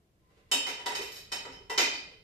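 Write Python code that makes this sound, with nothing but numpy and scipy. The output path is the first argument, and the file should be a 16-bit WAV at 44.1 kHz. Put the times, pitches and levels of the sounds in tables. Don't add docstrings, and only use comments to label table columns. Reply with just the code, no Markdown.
import sys
import numpy as np
from scipy import signal
from scipy.fft import rfft, irfft, next_fast_len
from scipy.io import wavfile
from scipy.ndimage import uniform_filter1d

SR = 44100
rng = np.random.default_rng(int(sys.argv[2]) if len(sys.argv) > 2 else 0)


def volts_from_decibels(level):
    exponent = np.asarray(level, float) / 20
    return 10 ** exponent


def transcribe(u):
    v = np.clip(np.atleast_2d(u).T, -1, 1)
    q = np.round(v * 32767).astype(np.int16)
    wavfile.write(sys.argv[1], SR, q)


N = 98607
T = np.arange(N) / SR
SIZE = next_fast_len(N + SR)
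F = np.arange(SIZE // 2 + 1) * SR / SIZE


def curve(table, at):
    return np.interp(at, *np.array(table, float).T)


def log_curve(table, hz):
    row_hz, value = np.array(table, float).T
    return np.interp(np.log(hz), np.log(row_hz), value)


def unit(x):
    return x / np.sqrt(np.mean(x ** 2))


def convolve(x, h):
    return irfft(rfft(x, SIZE) * rfft(h, SIZE), SIZE)[..., :N]


def walk(rate_hz):
    k = int(SR / rate_hz)
    smooth = uniform_filter1d(rng.standard_normal(N), k)
    return unit(uniform_filter1d(smooth, k))


def resonate(x, bands):
    out = np.zeros(len(x))
    for hz, width_hz, db in bands:
        b, a = signal.iirpeak(hz, hz / width_hz, fs=SR)
        out += volts_from_decibels(db) * signal.lfilter(b, a, x)
    return out


def rub(levels, bands, grain_db, flicker_db):
    grit = rng.standard_normal(N) * volts_from_decibels(grain_db * rng.exponential(size=N))
    return unit(resonate(grit, bands)) * volts_from_decibels(curve(levels, T) + flicker_db * walk(23))


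def stereo_noise(db):
    # (f/Hz, likeness/-1..1)
    likeness = [(150, 0.89), (300, 0.88), (600, 0.54), (1200, -0.31), (2500, 0.016), (5000, -0.057)]
    like = np.clip(log_curve(likeness, F + 1), -1, 1)
    noise = rfft(rng.standard_normal((2, SIZE))) * volts_from_decibels(db)
    mid, side = noise * np.sqrt([1 + like, 1 - like])
    return irfft(np.array([mid + side, mid - side]), SIZE)[:, :N] / 2


def room_tone():
    # (f/Hz, level/dB)
    air_colour = [(12, -44), (20, -12.5), (53, -7), (154, -7.5), (198, -4), (228, -16), (328, -8.5),
                  (949, -24.5), (16000, -39)]
    # (t/s, level/dB)
    swell = [(0, 2.5), (.5, 7.5), (1.1, 12.5), (1.7, 13.5), (2.24, 9.5)]
    air = unit(stereo_noise(log_curve(air_colour, F + 1)))
    low = signal.sosfilt(signal.butter(2, 170, fs=SR, output="sos"), air)
    rumble = low * volts_from_decibels(curve(swell, T) + 0.4 * walk(6.0))
    return volts_from_decibels(-70) * (air - low + rumble)


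def slide():
    # (t/s, level/dB)
    slide_levels = [(0, -78), (.12, -101), (.18, -86), (.26, -73.5), (.36, -67.5), (.45, -76.5),
                    (.52, -59.5), (2.24, -76)]
    # (f/Hz, width/Hz, level/dB)
    slide_bands = [(450, 220, 4), (1030, 24, -1), (1290, 1350, -9.5), (1950, 180, -6.5), (3120, 1800, -31)]
    return rub(slide_levels, slide_bands, grain_db=4.7, flicker_db=0.54)


def lone_rings():
    # (t/s, f/Hz, width/Hz, level/dB)
    ring_events = [(0.5335, 2950, 64, -32), (0.861, 3400, 40, -51), (0.514, 2700, 17, -45),
                   (.603, 3032, 18, -28.5), (.615, 2503, 12, -34), (.9015, 1965, 19, -35.5),
                   (1.6985, 5400, 69, -45), (1.5415, 3050, 17, -47.5), (1.8015, 2440, 27, -29),
                   (.2215, 1016, 6.5, -64.5), (0.534, 281.5, 15, -39), (.862, 1970, 13, -47),
                   (0.99, 420, 60, -40), (.6652, 2100, 150, -43), (.68, 514, 120, -49.5),
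                   (.9501, 974, 45, -44.5), (1.013, 11400, 1000, -67), (1.6, 403, 49, -55),
                   (1.1187, 11800, 2500, -60), (0.93, 4600, 1200, -55.5), (1.1614, 4700, 1400, -51.5),
                   (1.47, 270, 24, -50.5), (1.449, 474, 146, -48), (1.451, 1310, 260, -50.5),
                   (1.5232, 5260, 130, -53.5), (1.6964, 444, 15.6, -36), (1.6987, 978, 29, -34),
                   (1.6984, 880, 13, -45.5), (1.7905, 2600, 10, -36), (1.79, 2020, 53, -29.5),
                   (1.8305, 3105, 6, -30), (1.7771, 428, 94, -38), (1.811, 308, 64, -40.5),
                   (2.1, 440, 9.9, -53.5), (1.9374, 4750, 300, -41.5), (2.063, 530, 230, -60)]
    rise_s = 0.001
    out, t = np.zeros(N + SR), T[:SR // 4]
    for start_s, hz, width_hz, db in ring_events:
        i = int(start_s * SR)
        envelope = (1 - np.exp(-t / rise_s)) * np.exp(-np.pi * width_hz * t)
        out[i:i + len(t)] += volts_from_decibels(db) * width_hz * envelope * np.sin(2 * np.pi * hz * t)
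    return out[:N] * 2 * np.pi / SR * volts_from_decibels(53.0)


def clinks():
    # (f/Hz, rms level/dB)
    first_clink = [(2503, -60), (2697, -47), (3031, -35), (3720, -36), (4414, -58), (4581, -57),
                   (5276, -48), (5351, -49), (6315, -60), (6939, -55), (7391, -59), (7698, -57),
                   (8183, -59), (8522, -56)]
    second_clink = [(952.8, -42.5), (1970, -50), (3499, -45), (3844, -44), (4517, -46), (5324, -61),
                    (5469, -58), (5862, -69), (6988, -57), (7445, -62)]
    third_clink = [(942.1, -54), (1986, -59), (2525, -45), (2794, -63), (3052, -59), (3973, -61),
                   (4619, -60), (4861, -59), (5324, -58), (5443, -55), (8333, -59)]
    fourth_clink = [(764.4, -58), (904.4, -54), (1927, -56), (2196, -60), (2396, -67), (2525, -50.5),
                    (3036, -48), (3090, -56), (3774, -63), (3914, -67), (4436, -53), (4829, -63),
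                    (5362, -48)]
    fourth_rim = [(6401, -66), (7375, -52), (7827, -75), (8134, -76), (8425, -69), (9345, -77), (9943, -66),
                  (11235, -80), (11563, -64), (12871, -75), (13846, -80)]
    fifth_clink = [(414.5, -49), (963.6, -52), (1427, -55), (1976, -40), (2697, -45.5), (3095, -42.5),
                   (3919, -61.5), (4829, -68), (5313, -64), (6670, -67)]
    last_clink = [(1976, -53), (2046, -54), (2369, -44), (2449, -42), (2805, -56), (3112, -41), (3741, -50),
                  (4231, -53), (4834, -51), (5394, -62), (5814, -56.5), (6110, -55), (6907, -58),
                  (7364, -60)]
    # (t/s, boost level/dB, t60 at 3 kHz/s)
    clink_events = [
        (0.514, 5.5, 0.5),
        (.860, 3.5, 0.36),
        (.950, 0.5, 0.32),
        (1.319, 7, 0.58),
        (1.32, 4.5, 0.59),
        (1.698, 2.5, 0.47),
        (1.783, 4, .55),
    ]
    partials = (first_clink, second_clink, third_clink, fourth_clink, fourth_rim, fifth_clink, last_clink)
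    swell_s, t60_slope = 0.004, -0.19
    beat_hz, beat_depth, spread_rad = 11, 0.53, 0.97
    out, t = np.zeros((2, N + SR)), T[:SR // 2]
    for (start_s, boost_db, t60_s), lines in zip(clink_events, partials):
        i = int(start_s * SR)
        hz, db = np.array(lines, float).T[:, :, None]
        turn, lag, beat = rng.uniform(-1.4, 1, (3, len(hz), 1))
        decay = 1000. ** (-t / (t60_s * (hz / 3000) ** t60_slope))
        beating = 1 + beat_depth * np.sin(2 * np.pi * beat_hz * (1 + beat / 2) * t + np.pi * turn)
        shape = volts_from_decibels(db + boost_db) * (1 - np.exp(-t / swell_s)) * decay * beating
        for k, side in enumerate((1, -1)):
            tones = np.sin(2 * np.pi * hz * t + side * spread_rad * lag)
            out[k, i:i + len(t)] += np.sum(shape * tones, axis=0)
    return out[:, :N]


def knocks():
    # (f/Hz, width/Hz, level/dB)
    front_plate = [(2560, 60, -17), (2695, 15, -13), (3032, 33, -9), (3087, 31, -20.5), (3728, 48, -12.5),
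                   (4600, 27, -19.5), (5343, 69, -16.5), (6450, 80, -29.5), (6870, 26, -18),
                   (7370, 48, -18.5), (8090, 117, -20.5), (10040, 27, -56), (9900, 30, -42),
                   (11500, 190, -28.5)]
    back_plate = [(1797, 27, -22), (2093, 27, -13), (2093, 28, -17), (2344, 18, -8), (2460, 25, -8),
                  (2703, 77, -14.5), (3070, 76, -11.5), (3670, 270, -24), (4260, 77, -24), (5040, 39, -23),
                  (5330, 88, -38), (5990, 46, -19.5), (7410, 46, -18.5), (8700, 50, -76)]
    held_plate = [(1936, 48, -15), (2511, 21, -4), (3070, 76, -11.5), (3928, 60, -6.5), (4536, 48, -7.5),
                  (4840, 82, -12), (5380, 68, -8), (6457, 84, -12), (7400, 40, -21), (8370, 24, -13.5),
                  (9300, 20, -48), (9450, 20, -84), (11560, 54, -81), (13500, 34, -71)]
    stand = [(431, 14.7, -8.5), (594, 103, -19.5), (774, 120, -32), (960, 55, -6.5), (1230, 44, -25),
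             (1455, 15, -38), (1968, 31, -12)]
    # (f/Hz, width/Hz, level/dB)
    rim_modes = [(8450, 16, -32), (9440, 17, -29), (9630, 38, -32.5), (10140, 20, -27), (11186, 44, -29),
                 (11440, 51, -34.5), (12060, 36, -31.5), (12800, 45, -35), (13260, 45, -33.5),
                 (13900, 56, -36), (14600, 65, -35)]
    # (t/s, front plate level/dB, back plate level/dB, held plate level/dB, stand level/dB)
    contacts = [(0.5147, -16.5, -77, -43, -34), (0.5334, -25, -71, -62, -38.5),
                (0.6646, -37, -36, -42.5, -36.5), (.6855, -39.5, -34, -47, -53),
                (0.7945, -55, -61, -56, -43), (0.8595, -32, -43, -36, -29), (0.9156, -41, -61, -58, -36.5),
                (0.9491, -34.5, -41, -34.5, -78), (1.016, -39, -37.5, -57, -70),
                (1.1161, -73, -79, -45, -73), (1.1614, -82, -67, -44.5, -82),
                (1.3182, -32.5, -38.5, -35, -37.5), (1.450, -72, -75, -53.5, -42),
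                (1.474, -79, -74, -77, -57), (1.5217, -71, -50.5, -68, -56),
                (1.6971, -38, -35.5, -46.5, -35), (1.7771, -69, -18, -26, -33.5),
                (1.797, -60, -25, -41, -32.5), (1.8299, -56, -27, -60, -46), (1.9373, -68, -52, -44, -56)]
    # (low edge f/Hz, high edge f/Hz, level against its modes/dB)
    snap_bands = [
        (2600, 9250, 1.5),
        (1650, 6750, 8),
        (2480, 6500, -5),
        (315, 2720, 11.5),
    ]
    scatter_db = 1.0
    out, t, rows = np.zeros(N + SR), T[:SR // 5], np.array(contacts)
    click = 1. * (t == 0)
    objects = (front_plate + rim_modes, back_plate + rim_modes, held_plate + rim_modes, stand)
    for k, modes in enumerate(objects):
        hz, width_hz, mode_db = np.array(modes, float).T[:, :, None]
        decay = np.exp(-np.pi * width_hz * t)
        ring = volts_from_decibels(mode_db) * width_hz * decay * np.sin(2 * np.pi * hz * t) * 2 * np.pi / SR
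        low_hz, high_hz, snap_db = snap_bands[k]
        band = signal.butter(5, [low_hz, high_hz], "band", fs=SR, output="sos")
        snap = volts_from_decibels(snap_db - 32.5) * signal.sosfilt(band, click)
        chance = rng.standard_normal((len(rows), len(hz)))
        hits = volts_from_decibels(scatter_db * chance) @ ring + snap
        for start_s, db, hit in zip(rows[:, 0], rows[:, k + 1], hits):
            i = int(start_s * SR)
            out[i:i + len(t)] += volts_from_decibels(db) * hit
    return out[:N] * volts_from_decibels(51.5)


def grind():
    # (t/s, level/dB)
    grind_levels = [(1.005, -94), (1.015, -51), (1.06, -57), (1.105, -66), (1.119, -52), (1.15, -57),
                    (1.175, -52), (1.22, -67), (1.27, -89)]
    # (f/Hz, width/Hz, level/dB)
    squeal_bands = [(11300, 900, -1), (12000, 600, -5), (7200, 1900, -4), (4700, 1200, -4)]
    return rub(grind_levels, squeal_bands, grain_db=1.5, flicker_db=1.2)


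def kitchen(direct_db):
    # (f/Hz, t60/s)
    t60_table = [(200, 0.62), (1000, 0.51), (3000, 0.62), (6000, 0.45), (11000, 0.25), (15000, 0.26)]
    build_s = 0.00057
    t = T[:SR]
    noise, tail = rfft(stereo_noise(0)[:, :SR]), 0
    octave = np.log2(np.arange(SR // 2 + 1) + 1)
    for hz in 100 * 2. ** np.arange(8):
        share = np.clip(1 - abs(octave - np.log2(hz)), 0, 1)
        tail = tail + irfft(noise * share, SR) * 1000. ** (-t / log_curve(t60_table, hz))
    tail = tail * (1 - np.exp(-t / build_s))
    return tail / np.sqrt(np.sum(tail ** 2) / 2) + volts_from_decibels(direct_db) * (t == 0)


def scene():
    plates = slide() + knocks()
    pegs = lone_rings() + grind()
    wet = convolve(plates, kitchen(direct_db=-18)) + convolve(pegs, kitchen(direct_db=-8)) + clinks()
    thin = signal.sosfilt(signal.butter(6, 254, "high", fs=SR, output="sos"), wet)
    left_db = -1.5
    balance = volts_from_decibels(np.array([[left_db], [-left_db]]) / 2)
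    return thin * balance + room_tone()


def band_limit(x):
    return signal.sosfilt(signal.butter(12, 16000, fs=SR, output="sos"), x)


def record(dry):
    dull = signal.sosfilt(signal.butter(12, 14700, fs=SR, output="sos"), dry)
    return band_limit(dull)


dry = scene()
out = record(dry)
transcribe(out)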